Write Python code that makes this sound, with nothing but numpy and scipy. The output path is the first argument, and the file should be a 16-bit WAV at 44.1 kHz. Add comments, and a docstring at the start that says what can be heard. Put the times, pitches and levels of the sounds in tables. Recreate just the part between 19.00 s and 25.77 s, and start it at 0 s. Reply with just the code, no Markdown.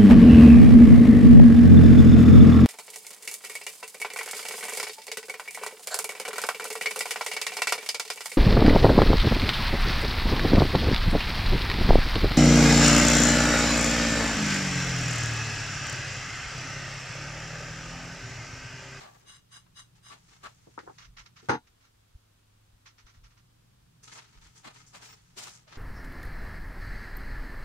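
"""A steel pipe lands on a wooden bench with one chattering knock: impacts excite the modes of both,
and the hand damps them. Before that, friction in the thread drives the pipe's resonances as it is
twisted out of its flange, and the flange is put down with soft taps. Sleeves swish and shoes scuff
as the person steps away; a far motor hums. A two-port microphone stands close by in the small,
dry workshop."""
import sys
import numpy as np
from scipy import signal
from scipy.fft import rfft, irfft, next_fast_len
from scipy.io import wavfile

SR = 44100
rng = np.random.default_rng(int(sys.argv[2]) if len(sys.argv) > 2 else 0)


def transcribe(u):
    """Save the signal u as a 16-bit wav file named by the first command-line argument.

    u: samples, shape (n,) or (channels, n), limited to [-1, 1]; the rate is SR.
    q: integer samples, one column per channel.
    """
    v = np.clip(np.atleast_2d(u).T, -1, 1)
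    q = np.round(v * 32767).astype(np.int16)
    wavfile.write(sys.argv[1], SR, q)


N = 298673
TIME = np.arange(N) / SR

# Levels are relative; those of noise spectra are spectral densities.
# contacts of the pipe chattering on the bench: t/s, level/dB, cut-off f/Hz (higher is harder)
CONTACTS = [(2.4869, -7.5, 8950), (2.4916, -1, 2380), (2.4947, 2, 5000), (2.5009, -5.5, 8000),
            (2.5184, -6.5, 1800), (2.5319, -5.5, 2820), (2.54, -14, 2300), (2.5519, -12.5, 2300),
            (2.569, -22, 1500)]
# modes of the loaded bench top: f/Hz, level/dB, T60/s
BENCH_MODES = [(129.3, -7, 0.27), (145.5, -2, 0.09), (233.5, -7, 0.26), (254, -1, 0.16),
               (300.6, -0.5, 0.16), (301.5, -7, 0.16), (357, -9.5, 0.1), (429.7, -2.5, 0.14),
               (450, -10.5, 0.056), (461, -8.5, 0.25), (468.3, -2, 0.16), (744, -7.5, 0.28),
               (740, -18.5, 0.1), (788, -10.5, 0.16), (820, 0.5, 0.16), (887, -0.5, 0.16), (857, 1, 0.26),
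               (939, 6.5, 0.18), (942.0, 2, 0.14), (1090, -14.5, 0.16), (1128, -9, 0.14),
               (1040, -15.5, 0.099), (1080, -14.5, 0.13), (1355, -7, 0.16), (1418, -4, 0.23),
               (1400, -4.5, 0.16), (1430, -12.5, 0.14), (1504, -7, 0.16)]
# high bending modes of the pipe: f/Hz, level/dB, T60/s
PIPE_MODES = [(1990, 1, 0.11), (2842, -3, .14), (3890, -10, 0.4), (5010, -2.5, .12), (6196, 1, 0.15)]
# spectrum of the bench's dense clatter: f/Hz, level/dB
CLATTER_SPECTRUM = [(60, -34.5), (85, -6.5), (110, -1.5), (190, -6), (260, -8), (340, -3.5), (480, -7),
                    (560, -9), (660, -13), (780, -1), (950, -4), (1500, -6.5), (2050, -16.5), (2450, -24),
                    (3300, -27), (4800, -23.5), (8000, -32.5), (10500, -36.5), (15000, -60)]
# decay of that clatter: f/Hz, T60/s
CLATTER_DECAY = [(100, 0.082), (400, 0.12), (1000, 0.073), (3000, 0.2), (9000, .1)]
# balance of the knock: f/Hz, left minus right level/dB
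KNOCK_BALANCE = [(110, 1.5), (380, -0.5), (700, 3.5), (1100, -1), (2400, 6), (4400, 0), (15000, 4.5)]
# taps of flange and hand on the bench: t/s, level/dB, cut-off f/Hz
BENCH_TAPS = [(1.669, -41.5, 724), (1.777, -32.5, 1500), (1.79, -38, 7000), (1.830, -44, 600),
              (1.865, -49.5, 1100), (1.875, -38.5, 1400), (1.896, -40, 1050), (2.427, -42, 504)]
# turns of the pipe in its thread: t/s, hold/s, level/dB
THREAD_TURNS = [(0.29, 0.069, -57), (0.54, 0.029, -54.5), (0.787, 0.015, -52.5), (1.06, 0.043, -57.5)]
# friction spectrum of the thread: f/Hz, level/dB
THREAD_SPECTRUM = [(300, -28), (800, -6.5), (1300, -5.5), (2100, 0), (2500, -14.5), (3400, -2),
                   (4500, -11.5), (7000, -10), (9500, -8), (11000, -17.5), (15000, -32)]
# resonances of the gripped pipe: f/Hz, width/Hz, gain/dB
GRIPPED_RESONANCES = [(1125, 126, 9.5), (1510, 280, 7), (2884, 155, 19), (3906, 190, 18.5),
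                      (5020, 210, 19.5), (6200, 310, 15), (7520, 160, 13.5), (8960, 520, 11)]
# palms sliding on the pipe: peak t/s, level/dB, rise/s, cupped-hand resonance f/Hz
PALM_SLIDES = [(0.035, -49.5, 0.046, 726), (0.155, -55, 0.0073, 680), (0.235, -65.5, 0.059, 330),
               (0.564, -55, 0.011, 1510), (0.669, -63, 0.0065, 1140), (1.068, -50, 0.0039, 1230),
               (1.111, -50.5, .015, 1210), (1.454, -43, 0.016, 1350)]
# low resonances and dips of pipe and hand: f/Hz, width/Hz, gain/dB
HOLLOW_RESONANCES = [(402, 270, 2), (790, 310, 3), (1004, 63, -3.5), (1156, 26, 14), (1440, 48, -7),
                     (1630, 100, 7.5)]
# clothes in motion (long rows: turning, walking): t/s, hold/s, level/dB, treble offset/dB
CLOTH_MOVES = [(0.0, .025, -53.5, -6.5), (0.093, 0.14, -71.5, 1), (0.96, .015, -66.5, -5.5),
               (1.184, 0.82, -71.5, -0.5), (1.293, 0.067, -64.5, -8), (2.431, 0.036, -63, -7),
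               (5.042, 0.0017, -58.5, 5.5), (5.075, 1.56, -70.5, -3.5), (5.082, .012, -57.5, -3.5),
               (5.129, 0.061, -51.5, -5), (5.232, 0.14, -71, -16), (5.425, 0.043, -62, -6),
               (5.565, 0.018, -62.5, 3), (5.749, .06, -59.5, -5), (5.875, .015, -85, 24),
               (6.02, .12, -59, -4), (6.517, 0.044, -63, 6.5), (6.686, 0.099, -57, -15)]
# friction spectrum of fabric: f/Hz, level/dB
CLOTH_SPECTRUM = [(120, -52), (200, -7), (304, -4.5), (371, -12), (454, -5.5), (515, -15.5), (906, 1.5),
                  (992, -5), (1110, -2.5), (6470, -8), (11000, -22), (15500, -29)]
# a sleeve brushing the body: t/s, hold/s, level/dB
SLEEVE_SWISHES = [(1.988, 0.0081, -49), (2.028, 0.025, -55.5), (2.176, 0.026, -47), (2.264, 0.0078, -57),
                  (2.366, 0.033, -56), (2.676, .003, -65), (2.81, .06, -66.5), (3.864, 0.012, -50.5),
                  (3.987, 0.011, -57.5), (4.068, 0.039, -58.5), (4.146, 0.025, -65.5),
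                  (4.244, 0.012, -59.5), (4.31, 0.0057, -65.5), (4.376, 0.01, -62)]
# friction spectrum of the sleeve: f/Hz, level/dB
SLEEVE_SPECTRUM = [(240, -72), (400, -19), (770, -16), (934, -6.5), (1400, -1), (1690, -6), (2050, -3),
                   (3510, -9), (5480, -6.5), (6270, -9.5), (8070, -25.5), (14000, -40.5)]
# shoes scuffing the floor, and at 1.448 s the pipe scraping out of its flange: t/s, hold/s, level/dB, grit
# offset/dB
SHOE_SCUFFS = [(0.01, 0.047, -55, -3.5), (1.128, 0.0051, -48, -7.5), (1.448, .016, -48.5, -4.5),
               (5.164, .014, -49.5, -20), (5.657, 0.021, -45, -9.5), (5.951, 0.0086, -47.5, -4.5),
               (6.035, 0.023, -54.5, 2.5), (6.387, 0.012, -47.5, 5), (6.437, 0.052, -50, 1.5),
               (6.73, .025, -53.5, -11)]
# dull friction spectrum of soles and palms: f/Hz, level/dB
DULL_RUB_SPECTRUM = [(88, -37), (150, -1), (216, -2.5), (404, 0.5), (522, -2), (627, 3.5), (1210, 4.5),
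                     (3150, -3), (4630, -5), (5760, -18), (6320, -33.5), (12000, -53), (15600, -70),
                     (22000, -120)]
# spectrum of grit underfoot: f/Hz, level/dB
GRIT_SPECTRUM = [(700, -22), (2500, 0.5), (4500, 1), (6800, 3.5), (8500, -1), (10000, -10), (15500, -18)]
# soft footfalls: peak t/s, level/dB, f/Hz
FOOTFALLS = [(5.668, -53, 243), (6.379, -52, 380), (6.467, -60, 405), (6.68, -61, 620)]
# pulses of a thin squeak: peak t/s, level/dB
SQUEAK_PULSES = [(6.088, -64), (6.128, -54.5)]
# its two whistles: lower f/Hz, upper f/Hz
SQUEAK_WHISTLES = [5480, 15400]
# low bumps at the microphone: peak t/s, level/dB, half length/s
LOW_BUMPS = [(2.087, -51.5, 0.037), (2.193, -57, 0.042), (3.155, -39, 0.0074), (3.742, -54.5, 0.0094),
             (4.054, -55, .012), (4.184, -51, .015), (4.245, -53, 0.029), (5.374, -45.5, 0.014),
             (5.45, -54.5, 0.053)]
# spectrum of the bumps: f/Hz, level/dB
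BUMP_SPECTRUM = [(15, -15), (40, 3), (75, -9.5), (130, -22), (300, -53), (1000, -94)]
# the far motor under load: throttle opens t/s, throttle closes t/s
MOTOR_PULLS = [(-.15, 2.55), (4.122, 7.0)]
# spectrum of its rumble: f/Hz, level/dB
RUMBLE_SPECTRUM = [(50, -24.5), (100, -3), (130, -2), (170, -0.5), (230, -16), (350, -24.5), (700, -62.5)]
# spectrum of the still room: f/Hz, level/dB
ROOM_SPECTRUM = [(12, -34), (20, -6), (76, -7), (112, -13.5), (170, -16.5), (260, -17.5), (420, -22),
                 (600, -21.5), (850, -22), (1200, -23), (2000, -27), (3400, -26), (8000, -31), (15500, -38)]
# likeness of noise at the two ports: f/Hz, correlation coefficient
PORT_CORRELATION = [(60, 0.96), (130, 0.89), (290, .4), (640, -0.68), (1400, 0.23), (3000, -0.032),
                    (15000, 0)]


def knock(wood_db=-21, bench_db=-33.5, pipe_db=-45.5, grip_s=2.56, damping_db_per_s=380, pipe_share=0.65):
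    """Impact excitation: each contact shakes bench and pipe; the hand's grip then adds damping."""
    t = np.arange(SR // 3) / SR
    wood = amp(bench_db) * ring(BENCH_MODES)
    for s, db, cutoff_hz in CONTACTS:
        add(wood, s, amp(db + wood_db) * butter(clatter(t), cutoff_hz, "low", order=1))
    damping_db = damping_db_per_s * np.clip(TIME - grip_s, 0, 1)
    wood = butter(wood, 90, "high", order=4) * amp(-damping_db)
    steel = amp(pipe_db - pipe_share * damping_db) * ring(PIPE_MODES)
    return filtered(wood + steel, lambda hz: pan(read(KNOCK_BALANCE, hz)))


def ring(modes, right_lag_s=.00018):
    """Damped modes: every contact adds energy, which decays exponentially in between."""
    start = CONTACTS[0][0]
    t, out = np.arange(SR // 3) / SR, np.zeros((2, N))
    port_time = t - np.array([[0], [right_lag_s]])
    blows = np.zeros(len(t))
    for s, db, _ in CONTACTS:
        blows[round((s - start) * SR)] += amp(db) ** 2
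    for (hz, db, t60), phase in zip(modes, rng.random(len(modes))):
        energy_kept = amp(-60 / (t60 * SR)) ** 2  # per sample
        energy = signal.lfilter([1], [1, -energy_kept], blows)
        envelope = butter(np.sqrt(energy), hz / 4, "low")
        add(out, start, amp(db) * envelope * np.sin(2 * np.pi * (hz * port_time + phase)))
    return out


def clatter(t):
    """Modal overlap: bench, tools and nearby walls merge into noise, each band with its own decay."""
    hz, frame_s, bands = signal.stft(noise(CLATTER_SPECTRUM, size=len(t)), SR, nperseg=256)
    decay = amp(-60 * frame_s / read(CLATTER_DECAY, hz)[:, None])
    return signal.istft(bands * decay, SR, nperseg=256)[1][:, :len(t)]


def bench_sag(s=2.497, level_db=-27.5, hz=138, rise_s=0.006, fall_s=.008):
    """Elastic deflection: the bench top gives under the pipe and springs back in one low pulse."""
    return swells([(s, level_db, rise_s, fall_s, 0)]) * np.cos(2 * np.pi * hz * (TIME - s))


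def taps(rise_cycles=2.2, crack_gain=1.9, crack_s=0.0017, low_cut_ratio=.22):
    """Light impacts on the bench: the softer the contact, the slower the onset and the duller the tap."""
    t, out = np.arange(SR // 3) / SR, np.zeros((2, N))
    crack = 1 + crack_gain * np.exp(-t / crack_s)
    for s, db, cutoff_hz in BENCH_TAPS:
        onset = 1 - np.exp(-t * cutoff_hz / rise_cycles)
        blow = butter(clatter(t) * onset * crack, cutoff_hz, "low", order=4)
        add(out, s, amp(db) * butter(blow, low_cut_ratio * cutoff_hz, "high"))
    return out * pan(side_db=2)


def thread(gain_db=5):
    """Forced vibration: the thread grinds at each turn and drives the gripped pipe's resonances."""
    turning = strokes(THREAD_TURNS, attack_s=0.023, release_s=0.025)
    grind = rubbing(THREAD_SPECTRUM, grain_db=3, judder_db=1.3)
    return amp(gain_db) * pan(side_db=1) * turning * resonant(grind, GRIPPED_RESONANCES)


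def palms(cup_width_hz=600, cup_db=10, fall_ratio=1.68, side_db=2):
    """Cavity resonance: the cupped hand colours the rub of skin sliding on steel."""
    rub = noise(DULL_RUB_SPECTRUM, grain_db=3)
    out = np.zeros((2, N))
    for s, db, rise_s, cup_hz in PALM_SLIDES:
        slide = swells([(s, db, rise_s, fall_ratio * rise_s, side_db)])
        out += slide * resonant(rub, HOLLOW_RESONANCES + [(cup_hz, cup_width_hz, cup_db)])
    return out


def clothes(gain_db=1, split_hz=6000, top_hz=9000, grain_db=3.5, attack_s=0.011, release_s=0.021):
    """Sliding friction of fabric on fabric, in two bands: each move has its own brightness."""
    body_level, treble_level = paired_strokes(CLOTH_MOVES, attack_s, release_s)
    rub = rubbing(CLOTH_SPECTRUM, grain_db, judder_db=2.5)
    body = unit_rms(butter(rub, split_hz, "low", order=4))
    treble = butter(noise(CLOTH_SPECTRUM, grain_db), split_hz, "high", order=4)
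    treble = unit_rms(butter(treble, top_hz, "low"))
    return amp(gain_db) * pan(side_db=1) * (body_level * body + treble_level * treble)


def sleeves():
    """Brief sliding friction: a sleeve brushes the body with a grainy swish."""
    brushing = strokes(SLEEVE_SWISHES, attack_s=0.0064, release_s=.019)
    return pan(side_db=-2) * brushing * rubbing(SLEEVE_SPECTRUM, grain_db=3, judder_db=1.5)


def shoes():
    """Friction on a rough floor: the sole rubs dully while grit crunches under it."""
    sole_level, grit_level = paired_strokes(SHOE_SCUFFS, attack_s=0.015, release_s=0.026)
    sole = sole_level * rubbing(DULL_RUB_SPECTRUM, grain_db=4, judder_db=2)
    grit = grit_level * rubbing(GRIT_SPECTRUM, grain_db=2.5, judder_db=2)
    return pan(side_db=2) * (sole + grit)


def heels(rise_s=0.01, fall_s=0.013, width_hz=170, side_db=1):
    """Soft impact: each heel lands with a dull pat, a short burst in one low band."""
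    return sum(swells([(s, db, rise_s, fall_s, side_db)]) * noise_band(hz, width_hz)
               for s, db, hz in FOOTFALLS)


def squeak(width_hz=70, upper_db=-5, swell_s=0.017, side_db=-1):
    """Friction-excited resonance: two narrow, faint whistles."""
    lower_hz, upper_hz = SQUEAK_WHISTLES
    pulses = swells([(s, db, swell_s, swell_s, side_db) for s, db in SQUEAK_PULSES])
    return pulses * (noise_band(lower_hz, width_hz) + amp(upper_db) * noise_band(upper_hz, width_hz))


def bumps():
    """Long wavelengths: soft, deep thumps arrive nearly alike at both ports."""
    return swells([(s, db, half_s, half_s, 0) for s, db, half_s in LOW_BUMPS]) * noise(BUMP_SPECTRUM)


def motor(idle_hz=105, work_hz=119, spin_up_s=.2, spin_down_s=0.2415,
          hum_db=-67.5, coast_db=-19.5, throb_db=-0.5, rumble_idle_db=-78, rumble_work_db=-67):
    """Rotational inertia: speed lags the throttle in a motor that hums and rumbles through the walls."""
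    load, coast = np.zeros(N), np.zeros(N)
    for opens, closes in MOTOR_PULLS:
        load += (TIME < closes) * (1 - np.exp(-np.maximum(TIME - opens, 0) / spin_up_s))
        coast += (TIME >= closes) * np.exp(-np.maximum(TIME - closes, 0) / spin_down_s)
    drift, throb = (unit_rms(butter(z, 9, "low")) for z in rng.standard_normal((2, N)))
    waver = 1 + (0.0055 + .014 * load) * drift
    pitch_hz = (idle_hz + (work_hz - idle_hz) * (load + coast)) * waver
    hum_rms = amp(hum_db + coast_db * coast + throb_db * throb)  # dips as the throttle closes
    hum = np.sqrt(2) * hum_rms * np.sin(2 * np.pi * np.cumsum(pitch_hz) / SR)
    rumble = amp(rumble_idle_db + (rumble_work_db - rumble_idle_db) * load) * noise(RUMBLE_SPECTRUM)
    return hum + rumble


def hiss(start_s=0.016, hold_s=.19, level_db=-73, low_hz=9500, fade_s=.015):
    """High-passed white noise: a thin, airy hiss in the first moment."""
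    envelope = strokes([(start_s, hold_s, level_db)], fade_s, fade_s)
    return envelope * unit_rms(butter(rng.standard_normal((2, N)), low_hz, "high"))


def room_air(level_db=-66):
    """Stationary noise: the still room, strongest in the bass."""
    return amp(level_db) * noise(ROOM_SPECTRUM)


def rubbing(spectrum, grain_db, judder_db, judder_hz=45):
    """Stick-slip friction: noise that catches and lets go in lumps, with early echoes."""
    judder = unit_rms(butter(rng.standard_normal(N), judder_hz, "low"))
    return reflected(noise(spectrum, grain_db) * amp(judder_db * np.clip(judder, -2, 2)))


def reflected(x, echo_db=-10, count=6):
    """Early reflections from bench, floor and wall, different at each port."""
    out = x.copy()
    for port in range(2):
        for delay_s, sign in zip(rng.uniform(.001, .012, count), rng.choice([-1, 1], count)):
            out[port] += sign * amp(echo_db) * np.roll(x[port], round(delay_s * SR))
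    return unit_rms(out)


def noise(spectrum, grain_db=0, size=N):
    """Partly coherent stereo noise, alike only in the bass; grain makes tiny slips of uneven size."""
    white = rng.standard_normal((2, size))
    slips = np.repeat(rng.standard_normal(size // 32 + 1), 32)[:size]

    def mid_side_gain(hz):
        correlation = np.clip(read(PORT_CORRELATION, hz), -1, 1)
        return amp(read(spectrum, hz)) * np.sqrt([1 + correlation, 1 - correlation])

    mid, side = filtered(white * amp(grain_db * slips), mid_side_gain)
    return unit_rms(np.array([mid + side, mid - side]))


def noise_band(centre_hz, width_hz):
    """Random excitation of a single resonance, in stereo."""
    return unit_rms(filtered(rng.standard_normal((2, N)), lambda hz: peak(hz, centre_hz, width_hz)))


def resonant(x, resonances):
    """Resonant colouring: peaks and dips add in decibels; the result has rms 1."""
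    return unit_rms(filtered(x, lambda hz: amp(sum(db * peak(hz, f, w) for f, w, db in resonances))))


def peak(hz, centre_hz, width_hz):
    """Lorentzian resonance curve of height 1."""
    return 1 / (1 + (2 * (hz - centre_hz) / width_hz) ** 2)


def strokes(rows, attack_s, release_s):
    """Envelope of strokes: a Gaussian rise up to each time, a hold, an exponential decay."""
    out = np.zeros(N)
    for s, hold_s, db in rows:
        early = np.maximum(s - TIME, 0) / attack_s
        late = np.maximum(TIME - s - hold_s, 0) / release_s
        out += amp(db) * np.exp(-np.minimum(early ** 2 + late, 20))
    return out


def paired_strokes(rows, attack_s, release_s):
    """Two envelopes of the same strokes, the second shifted by each row's level offset."""
    plain = [(s, hold_s, db) for s, hold_s, db, _ in rows]
    shifted = [(s, hold_s, db + offset_db) for s, hold_s, db, offset_db in rows]
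    return strokes(plain, attack_s, release_s), strokes(shifted, attack_s, release_s)


def swells(rows):
    """Stereo envelope of Gaussian pulses with separate rise and fall times."""
    out = np.zeros((2, N))
    for s, db, rise_s, fall_s, side_db in rows:
        from_peak = np.clip((TIME - s) / np.where(TIME < s, rise_s, fall_s), -10, 10)
        out += pan(side_db) * amp(db) * np.exp(-from_peak ** 2)
    return out


def amp(db):
    """Decibels to amplitude ratio."""
    return 10 ** (np.asarray(db) / 20)


def unit_rms(x):
    """Normalisation to rms 1."""
    return x / np.sqrt(np.mean(x ** 2) + 1e-20)


def read(points, hz):
    """Interpolation of a table on a log-frequency axis."""
    f, value = np.transpose(points)
    return np.interp(np.log(hz + 1), np.log(f + 1), value)


def pan(side_db):
    """Left and right gains for a level difference; positive is left."""
    return amp(np.array([[.5], [-.5]]) * side_db)


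def add(mix, s, sound):
    """Superposition of a stereo sound on the mix at time s."""
    part = mix[:, round(s * SR):][:, :sound.shape[1]]
    part += sound[:, :part.shape[1]]


def filtered(x, gain):
    """Zero-phase filtering by a gain given as a function of frequency."""
    size = next_fast_len(x.shape[1] + 2048)
    return irfft(rfft(x, size) * gain(np.fft.rfftfreq(size, 1 / SR)), size)[:, :x.shape[1]]


def butter(x, hz, kind, order=2):
    """Causal low-pass or high-pass."""
    sections = signal.butter(order, np.clip(hz, 10, SR / 2 - 100), kind, fs=SR, output="sos")
    return signal.sosfilt(sections, x)


def scene():
    """Linear superposition of all sources at the two ports."""
    background = room_air() + motor() + bumps() + hiss()
    pipe = knock() + bench_sag() + taps() + thread() + palms()
    return pipe + squeak() + clothes() + sleeves() + shoes() + heels() + background


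def record(dry):
    """Band limiting: a steep linear-phase low-pass at 15.8 kHz."""
    low_pass = signal.firwin(511, 15800, window=("kaiser", 9), fs=SR)
    return signal.oaconvolve(dry, low_pass[None], "same")


dry = scene()
out = record(dry)
transcribe(out)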